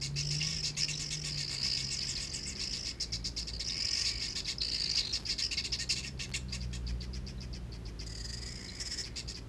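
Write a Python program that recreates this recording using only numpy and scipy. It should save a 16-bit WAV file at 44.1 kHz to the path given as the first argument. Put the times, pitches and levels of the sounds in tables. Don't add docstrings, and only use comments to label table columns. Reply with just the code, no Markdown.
import sys
import numpy as np
from scipy import signal
from scipy.fft import rfft, irfft
from scipy.io import wavfile

SR = 44100
rng = np.random.default_rng(int(sys.argv[2]) if len(sys.argv) > 2 else 0)


def master(y):
    cut = np.clip(np.atleast_2d(y).T, -1, 1)
    pcm = np.round(cut * 32767)
    wavfile.write(sys.argv[1], SR, pcm.astype(np.int16))


N = 418068
TICK_S = 0.0048
# centre_hz, width_hz, level_db
LOW_THROAT = [(1094, 19, -26.5), (1817, 29, -17), (2195, 60, -11), (2682, 180, -8), (3510, 640, -9)]


def from_db(db):
    return 10 ** (np.asarray(db) / 20)


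def unit_rms(x):
    return x / np.sqrt(np.mean(x ** 2) + 1e-20)


def phase_of(hz):
    return 2 * np.pi * np.cumsum(hz) / SR


def at_hz(points, hz):
    point_hz, db = np.transpose(points)
    return np.interp(np.log(hz + 1e-9), np.log(point_hz), db)


def add(out, start_s, sound):
    i = max(round(start_s * SR), 0)
    out[i:i + len(sound)] += sound[:max(N - i, 0)]


def smooth(x, hz):
    r = np.exp(-2 * np.pi * hz / SR)
    return signal.lfilter([(1 - r) ** 2], [1, -2 * r, r * r], x)


def drift(size, hz):
    run_in = int(SR / hz)
    return unit_rms(smooth(rng.standard_normal(size + run_in), hz)[run_in:])


def resonate(source, resonances, bend, uneven_db=0):
    out = 0
    for hz, width, db in resonances:
        carrier = np.exp(1j * phase_of(hz * bend))
        band = (smooth(source / carrier, 0.66 * width) * carrier).real
        out = out + from_db(db + uneven_db * rng.standard_normal()) * unit_rms(band)
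    return out


def wind(level_db=-49.34):
    # frequency_hz, relative_db
    spectrum = [(25, -14), (55, 5.5), (140, 3.5), (300, -3.5), (390, -7), (750, -16), (1500, -20),
                (5200, -27.5), (12000, -39)]
    # centre_hz, width_hz, level_db
    hums = [(49.5, 12.2, -52), (376.7, 29, -65)]
    colour = from_db(at_hz(spectrum, np.fft.rfftfreq(N, 1 / SR)))
    wash = unit_rms(irfft(rfft(rng.standard_normal(N)) * colour, N))
    return from_db(level_db) * wash + resonate(rng.standard_normal(N), hums, np.ones(N))


def far_engine(fade_db=2.0):
    # time_s, firing_hz, level_db ahead of the exhaust
    revs = [(0.0, 69.1, -46), (0.37, 74.3, -34), (0.53, 79.8, -40.5), (0.71, 73.6, -49), (1.21, 75.78, -42),
            (1.631, 66.82, -51), (2.401, 68.56, -52), (2.949, 58.15, -60.5), (3.149, 56.35, -51.5),
            (5.5, 56.8, -65), (5.751, 60.85, -50), (6.07, 66.45, -51.5), (6.92, 58.38, -46.5),
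            (7.29, 65.62, -49), (7.97, 52.6, -51), (8.5, 61.05, -51.5), (8.87, 61.04, -57),
            (9.48, 56.7, -57)]
    # frequency_hz, gain_db
    exhaust = [(58, 6), (66, 3), (71, -17), (110, -1), (146, 1), (165, -6.5), (200, -2), (220, -36),
               (320, -30.5)]
    time_s, *columns = np.transpose(revs)
    hz, db = (np.interp(np.arange(N) / SR, time_s, column) for column in columns)
    out = np.zeros(N)
    for harmonic in range(1, 5):
        gain = from_db(db + at_hz(exhaust, harmonic * hz) + fade_db * drift(N, 3.24))
        out += gain * np.sqrt(2) * np.sin(harmonic * phase_of(hz))
    return out


def dry_grass(snaps_per_s=260):
    # start_s, length_s, level_db
    rustles = [(1.49, 0.24, -56.5), (4.928, 0.34, -58), (6.293, .024, -52.5)]
    out = np.zeros(N)
    for start, length, db in rustles:
        size = int(length * SR)
        snaps = (rng.random(size) < snaps_per_s / SR) * rng.standard_normal(size)
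        add(out, start, resonate(snaps, [(1320, 5400, db)], np.ones(size)))
    return out


def bushes(x, wet_db=-10.5, t60_s=0.2):
    t = np.arange(int(t60_s * SR)) / SR
    tail = rng.standard_normal(len(t)) * from_db(-60 * t / t60_s) * (t > .004)
    return x + from_db(wet_db) * signal.fftconvolve(x, tail / np.linalg.norm(tail))[:N]


def syrinx(size, pulse_hz, jitter, sharpness):
    phase = phase_of(pulse_hz * (1 + jitter * drift(size, 169)))
    return unit_rms(np.abs(np.sin(phase / 2)) ** sharpness)


def whistle(hz, waver):
    return np.sqrt(2) * np.sin(phase_of(hz * (1 + waver * drift(len(hz), 740))))


def stammer(size, depth, hz=112):
    return 1 - np.clip(depth, 0, 1) * np.cos(phase_of(hz * (1 + 0.16 * drift(size, 41.6))))


def churrs(pulse_hz=430, wander=0.033):
    # start_s, length_s, level_db
    notes = [(0.198, 3.15, -59.5), (3.62, 0.73, -50), (4.621, 0.47, -54), (8.351, 0.81, -56)]
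    # centre_hz, width_hz, gain_db
    throat = [(1092, 46, -16), (1880, 81, -9.5), (2190, 190, -1.5), (3000, 450, -11)]
    out = np.zeros(N)
    for start, length, db in notes:
        size = int(length * SR)
        air = syrinx(size, pulse_hz, jitter=0.104, sharpness=7) * rng.standard_normal(size)
        swell = np.sqrt(np.abs(np.sin(np.linspace(0, np.pi, size))))
        add(out, start, from_db(db) * swell * resonate(air, throat, 1 + wander * drift(size, 2.155)))
    return out


def pip(hz, db, length_s, sag=0.041):
    u = np.linspace(-1, 1, int(length_s * SR))
    grit = 1 + drift(len(u), hz / 10) / 2
    return from_db(db) * (1 - u ** 2) * grit * whistle(hz * (1 - sag * u), waver=0.03)


def ticks(pitch_hz=5100):
    # centre_s, level_db
    cues = [(4.405, -32), (4.585, -34)]
    out = np.zeros(N)
    for centre, db in cues:
        add(out, centre - TICK_S / 2, pip(pitch_hz, db, TICK_S))
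    return out


def squeaks(length_s=0.022):
    # centre_s, pitch_hz, level_db
    cues = [(0.418, 2764, -34), (0.891, 2760, -38.5), (.94, 3950, -41), (3.7, 3710, -40),
            (4.614, 4090, -33.5), (4.985, 2800, -37), (5.737, 2760, -43), (5.908, 2740, -35),
            (6.052, 2740, -42.5), (6.082, 5300, -41.5), (6.207, 2740, -40), (6.351, 2700, -39.5),
            (6.532, 4780, -36), (7.385, 4000, -60), (8.692, 4130, -46.5)]
    out = np.zeros(N)
    for centre, hz, db in cues:
        add(out, centre - length_s / 2, pip(hz, db, length_s))
    return out


def chirps(length_s=0.0525, scrape_db=-6):
    # start_s, level_db
    cues = [(2.003, -42), (2.152, -41), (2.551, -46), (4.445, -43.5), (5.251, -41), (6.482, -56),
            (6.604, -49.5), (6.865, -47.5), (7.004, -48.5), (7.131, -49.5), (7.264, -49.5), (7.404, -50.5),
            (7.528, -50), (7.718, -53.5), (7.852, -53.5), (7.99, -48), (9.034, -46), (9.343, -47.5)]
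    # share_of_call, pitch_hz
    contour = [(0, 5000), (.25, 4550), (.45, 5200), (1, 4850)]
    u = np.linspace(0, 1, int(length_s * SR))
    envelope = np.interp(u, [0, .25, .5, 1], [0.46, 0.97, 0.41, 0.22])
    throat = LOW_THROAT + [(5780, 2300, -4.5)]
    out = np.zeros(N)
    for start, db in cues:
        puffs = syrinx(len(u), 520, jitter=.3, sharpness=2)
        shape = stammer(len(u), depth=0.67) * (u * puffs + (1 - u)) * envelope
        pitch = np.interp(u, *np.transpose(contour)) * (1 + 0.0202 * rng.standard_normal())
        tone = unit_rms(shape) * whistle(pitch, waver=0.068)
        breath = resonate(puffs * rng.standard_normal(len(u)), throat, 1 + 0.184 * (.3 - u))
        scrape = from_db(scrape_db) * unit_rms(u * np.sqrt(1 - u) * breath)
        add(out, start, from_db(db) * (tone + scrape))
    return out


def chips(length_s=0.04, fall=0.29, crest=0.235):
    # start_s, top_pitch_hz, level_db
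    cues = [(0.772, 6700, -38.5), (0.885, 7500, -44.5), (0.995, 7340, -46), (1.122, 6530, -40.5),
            (1.914, 7670, -41), (2.08, 7680, -40.5), (2.208, 8100, -47), (2.333, 8000, -42.5),
            (2.466, 7950, -42.5)]
    u = np.linspace(0, 1, int(length_s * SR))
    envelope = np.sqrt(np.abs(np.sin(np.pi * u)))
    slide = 1 - fall * ((u - crest) / (1 - crest)) ** 2
    out = np.zeros(N)
    for start, hz, db in cues:
        shape = envelope * stammer(len(u), depth=0.59) * syrinx(len(u), 465, jitter=0.247, sharpness=1)
        add(out, start, from_db(db) * unit_rms(shape) * whistle(hz * slide, waver=0.025))
    return out


def note_runs(runs, throat, duty, pulse_hz, steady, uneven_db, hold, detune, looseness, answer_db):
    arch, waver, partial_ratio = 0.068, 0.034, 1.42
    tone, air = np.zeros(N), np.zeros(N)
    for first, last, count, hz, db in runs:
        spacing = (last - first) / (count - 1)
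        u = np.linspace(-1, 1, int(spacing * SR))
        gate = np.maximum(1 - (u / duty) ** 4, 0)
        partial_gain = from_db(-17.5 + 700 * (min(spacing, .025) - .02))
        for centre in np.linspace(first, last, count):
            accent, pitch, pace, late, slant, other, offset = rng.standard_normal(7)
            start = centre + spacing * (looseness * late - 1 / 2)
            pulses = syrinx(len(u), pulse_hz * (1 + 0.082 * pace), jitter=0.13, sharpness=2.3)
            puffs = (1 - u ** 10) * unit_rms(steady + pulses)
            puffs *= from_db(db + uneven_db * (accent + drift(len(u), 237)))
            glide = hz * (1 + 0.0327 * slant * u + arch * (.15 - u ** 2) + detune * pitch)
            voice = whistle(glide, waver) + partial_gain * whistle(glide * partial_ratio, waver)
            add(tone, start, puffs * (gate + hold ** 2) * voice)
            add(air, start, puffs * (gate + hold) * rng.standard_normal(len(u)))
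            answer = puffs[::-1] * gate * whistle(glide * (1 + 0.076 * other), waver)
            add(tone, start + spacing * offset / 2, from_db(answer_db + 2 * other) * answer)
    return tone + np.std(tone) * resonate(air + 1e-12, throat, 1 + 0.025 * drift(N, 3.95))


def rattles():
    # first_note_s, last_note_s, note_count, pitch_hz, level_db
    runs = [(.19, .293, 6, 5210, -39.5), (.313, .608, 16, 5260, -37.5), (.81, .846, 4, 5160, -29.5),
            (.915, 1.219, 15, 5320, -42), (1.251, 1.321, 7, 5170, -39), (1.33, 1.617, 18, 4746, -38.5),
            (1.634, 1.772, 9, 4885, -34), (1.787, 2.095, 16, 5074, -38.5), (2.113, 2.529, 19, 4980, -43),
            (2.6, 2.911, 17, 5206, -40), (3.402, 3.43, 3, 5150, -40.5), (3.537, 3.566, 3, 4624, -43),
            (3.653, 3.792, 13, 5100, -36.5), (3.808, 4.018, 11, 4980, -33.5),
            (4.053, 4.33, 14, 4990, -40.5), (4.62, 4.75, 9, 4684, -35.5), (4.767, 4.995, 13, 4683, -34.5),
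            (5.012, 5.115, 6, 4130, -40), (5.425, 5.465, 4, 5030, -33.5)]
    # centre_hz, width_hz, gain_db
    throat = [(1873, 72, -25.5), (2800, 530, -15), (7070, 1940, -17.5)]
    return note_runs(runs, throat, duty=.6, pulse_hz=385, steady=.2, uneven_db=1.8,
                     hold=.44, detune=.018, looseness=.07, answer_db=-7)


def buzzes(trim_db=-2.5):
    # first_note_s, last_note_s, note_count, pitch_hz, level_db ahead of the trim
    runs = [(8.074, 8.18, 5, 4825, -45), (8.212, 8.47, 7, 4850, -44.5), (8.49, 8.79, 18, 5020, -47),
            (8.816, 8.866, 2, 5180, -38.5), (8.924, 8.997, 2, 5270, -38)]
    # centre_hz, width_hz, gain_db
    throat = [(1946, 160, -12.5), (3480, 2200, -12.5), (6860, 1480, -6)]
    return from_db(trim_db) * note_runs(runs, throat, duty=.65, pulse_hz=440, steady=1.2, uneven_db=1.3,
                                        hold=.5, detune=.012, looseness=.04, answer_db=-12)


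def rasp(length_s, low_db, whistle_db, edge_db):
    # centre_hz, width_hz, gain_db
    edge_band = [(6595, 1450, -2)]
    low_envelope = [(0, 0.1), (.07, 0.79), (.55, 0.83), (1, 0.29)]
    u = np.linspace(0, 1, int(1.1 * length_s * SR))
    size = len(u)
    puffs = syrinx(size, 520, jitter=.3, sharpness=2.2)
    bend = np.sin(np.pi * .75 * u)
    stutter = stammer(size, depth=(-38.5 - whistle_db) / 12 + u)
    broken = np.minimum(4 * u, 1)
    envelope = np.interp(u, [0, .2, .7, 1], [0.34, 0.85, 0.39, 0.2])
    shape = unit_rms(stutter * (1 - broken + broken * puffs) * envelope)
    arch = np.clip(-0.03 * (max(low_db, whistle_db, edge_db) + 44), -.13, .14)
    centre_hz = 4480 + 70 * np.clip(whistle_db - low_db, 0, 7)
    pitch = centre_hz * (1 + arch * (bend - .6)) * (1 + .04 * drift(size, 90))
    tone = from_db(whistle_db) * shape * whistle(pitch, waver=0.055 * np.sqrt(broken))
    swell = unit_rms(np.interp(u, [0, .18, .6, 1], [0.17, 0.51, 0.7, 0.034]))
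    push = unit_rms(np.interp(u, *np.transpose(low_envelope)))
    air = puffs * rng.standard_normal(size)
    low = resonate(air, LOW_THROAT, 1 + 0.084 * (np.sin(np.pi * u) - .7), uneven_db=2.5)
    edge = resonate(air, edge_band, 1 + 0.048 * (bend - .8) + 0.031 * rng.standard_normal())
    hoarse = resonate(air, [(5520, 440, -5.5)], np.ones(size))
    return tone + from_db(low_db) * push * low + from_db(edge_db) * swell * (edge + hoarse)


def scolding(lead_s=0.015, lead_db=-7, lead_hz=4500):
    # first_call_s, last_call_s, call_count, nominal_length_s, first_level_db, last_level_db,
    # whistle_offset_db, edge_offset_db
    bouts = [(0.012, 0.302, 3, 0.064, -43.5, -46, 3, 2), (0.392, .4, 1, 0.18, -42.5, -49, -9, -4.5),
             (0.628, 0.64, 1, 0.073, -43, -36, 6.5, 3), (0.765, 1.104, 4, 0.051, -40.5, -44, -4.5, 0.5),
             (1.236, 1.899, 6, 0.066, -43, -45, -4, 0), (2.066, 2.456, 4, 0.073, -45.5, -47, -21, 0.5),
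             (2.593, 2.847, 3, 0.066, -45.5, -47, 4, -1), (3, 3.364, 4, 0.046, -47.5, -49, 11, 5),
             (3.47, 3.595, 2, 0.037, -48, -45, 6.5, -1), (3.942, 3.946, 1, 0.11, -45, -48, -8, 4),
             (4.042, 4.208, 2, 0.071, -39.5, -44.5, 4, -0.5), (4.352, 4.474, 2, 0.054, -41, -40.5, 3, -1.5),
             (4.964, 5.289, 3, 0.05, -42.5, -42, 8.5, -2),
             (5.381, 5.638, 3, 0.038, -38.5, -41.5, 1.5, -1.5), (5.57, 5.72, 2, 0.039, -40, -40, 6, -4.5),
             (5.786, 5.955, 2, 0.055, -40.5, -42, -0.5, -0.5), (5.891, 5.891, 1, 0.049, -39.5, -38, 6, 3.5),
             (6.026, 6.191, 2, 0.065, -45.5, -42, -4.5, -2.5),
             (6.336, 6.336, 1, 0.041, -38.5, -35.5, -4.5, 0),
             (6.524, 6.728, 2, 0.044, -41.5, -45.5, -7, -2), (9.158, 9.276, 2, 0.053, -46, -49, 4, 1)]
    out = np.zeros(N)
    for first, last, count, length, first_db, last_db, whistle_db, edge_db in bouts:
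        for start, db in zip(np.linspace(first, last, count), np.linspace(first_db, last_db, count)):
            add(out, start, rasp(length, db, db + whistle_db, db + edge_db))
            pip_hz = lead_hz * (1 + 0.068 * rng.standard_normal())
            add(out, start - lead_s, pip(pip_hz, db + lead_db, TICK_S))
    return out


def scene():
    birds = rattles() + buzzes() + scolding() + chips() + chirps() + ticks() + churrs() + squeaks()
    return (bushes(birds) + far_engine() + wind() + dry_grass())[None]


def record(dry):
    cutoff_hz = 12100
    return signal.sosfilt(signal.ellip(10, .2, 80, cutoff_hz, fs=SR, output="sos"), dry)


dry = scene()
out = record(dry)
master(out)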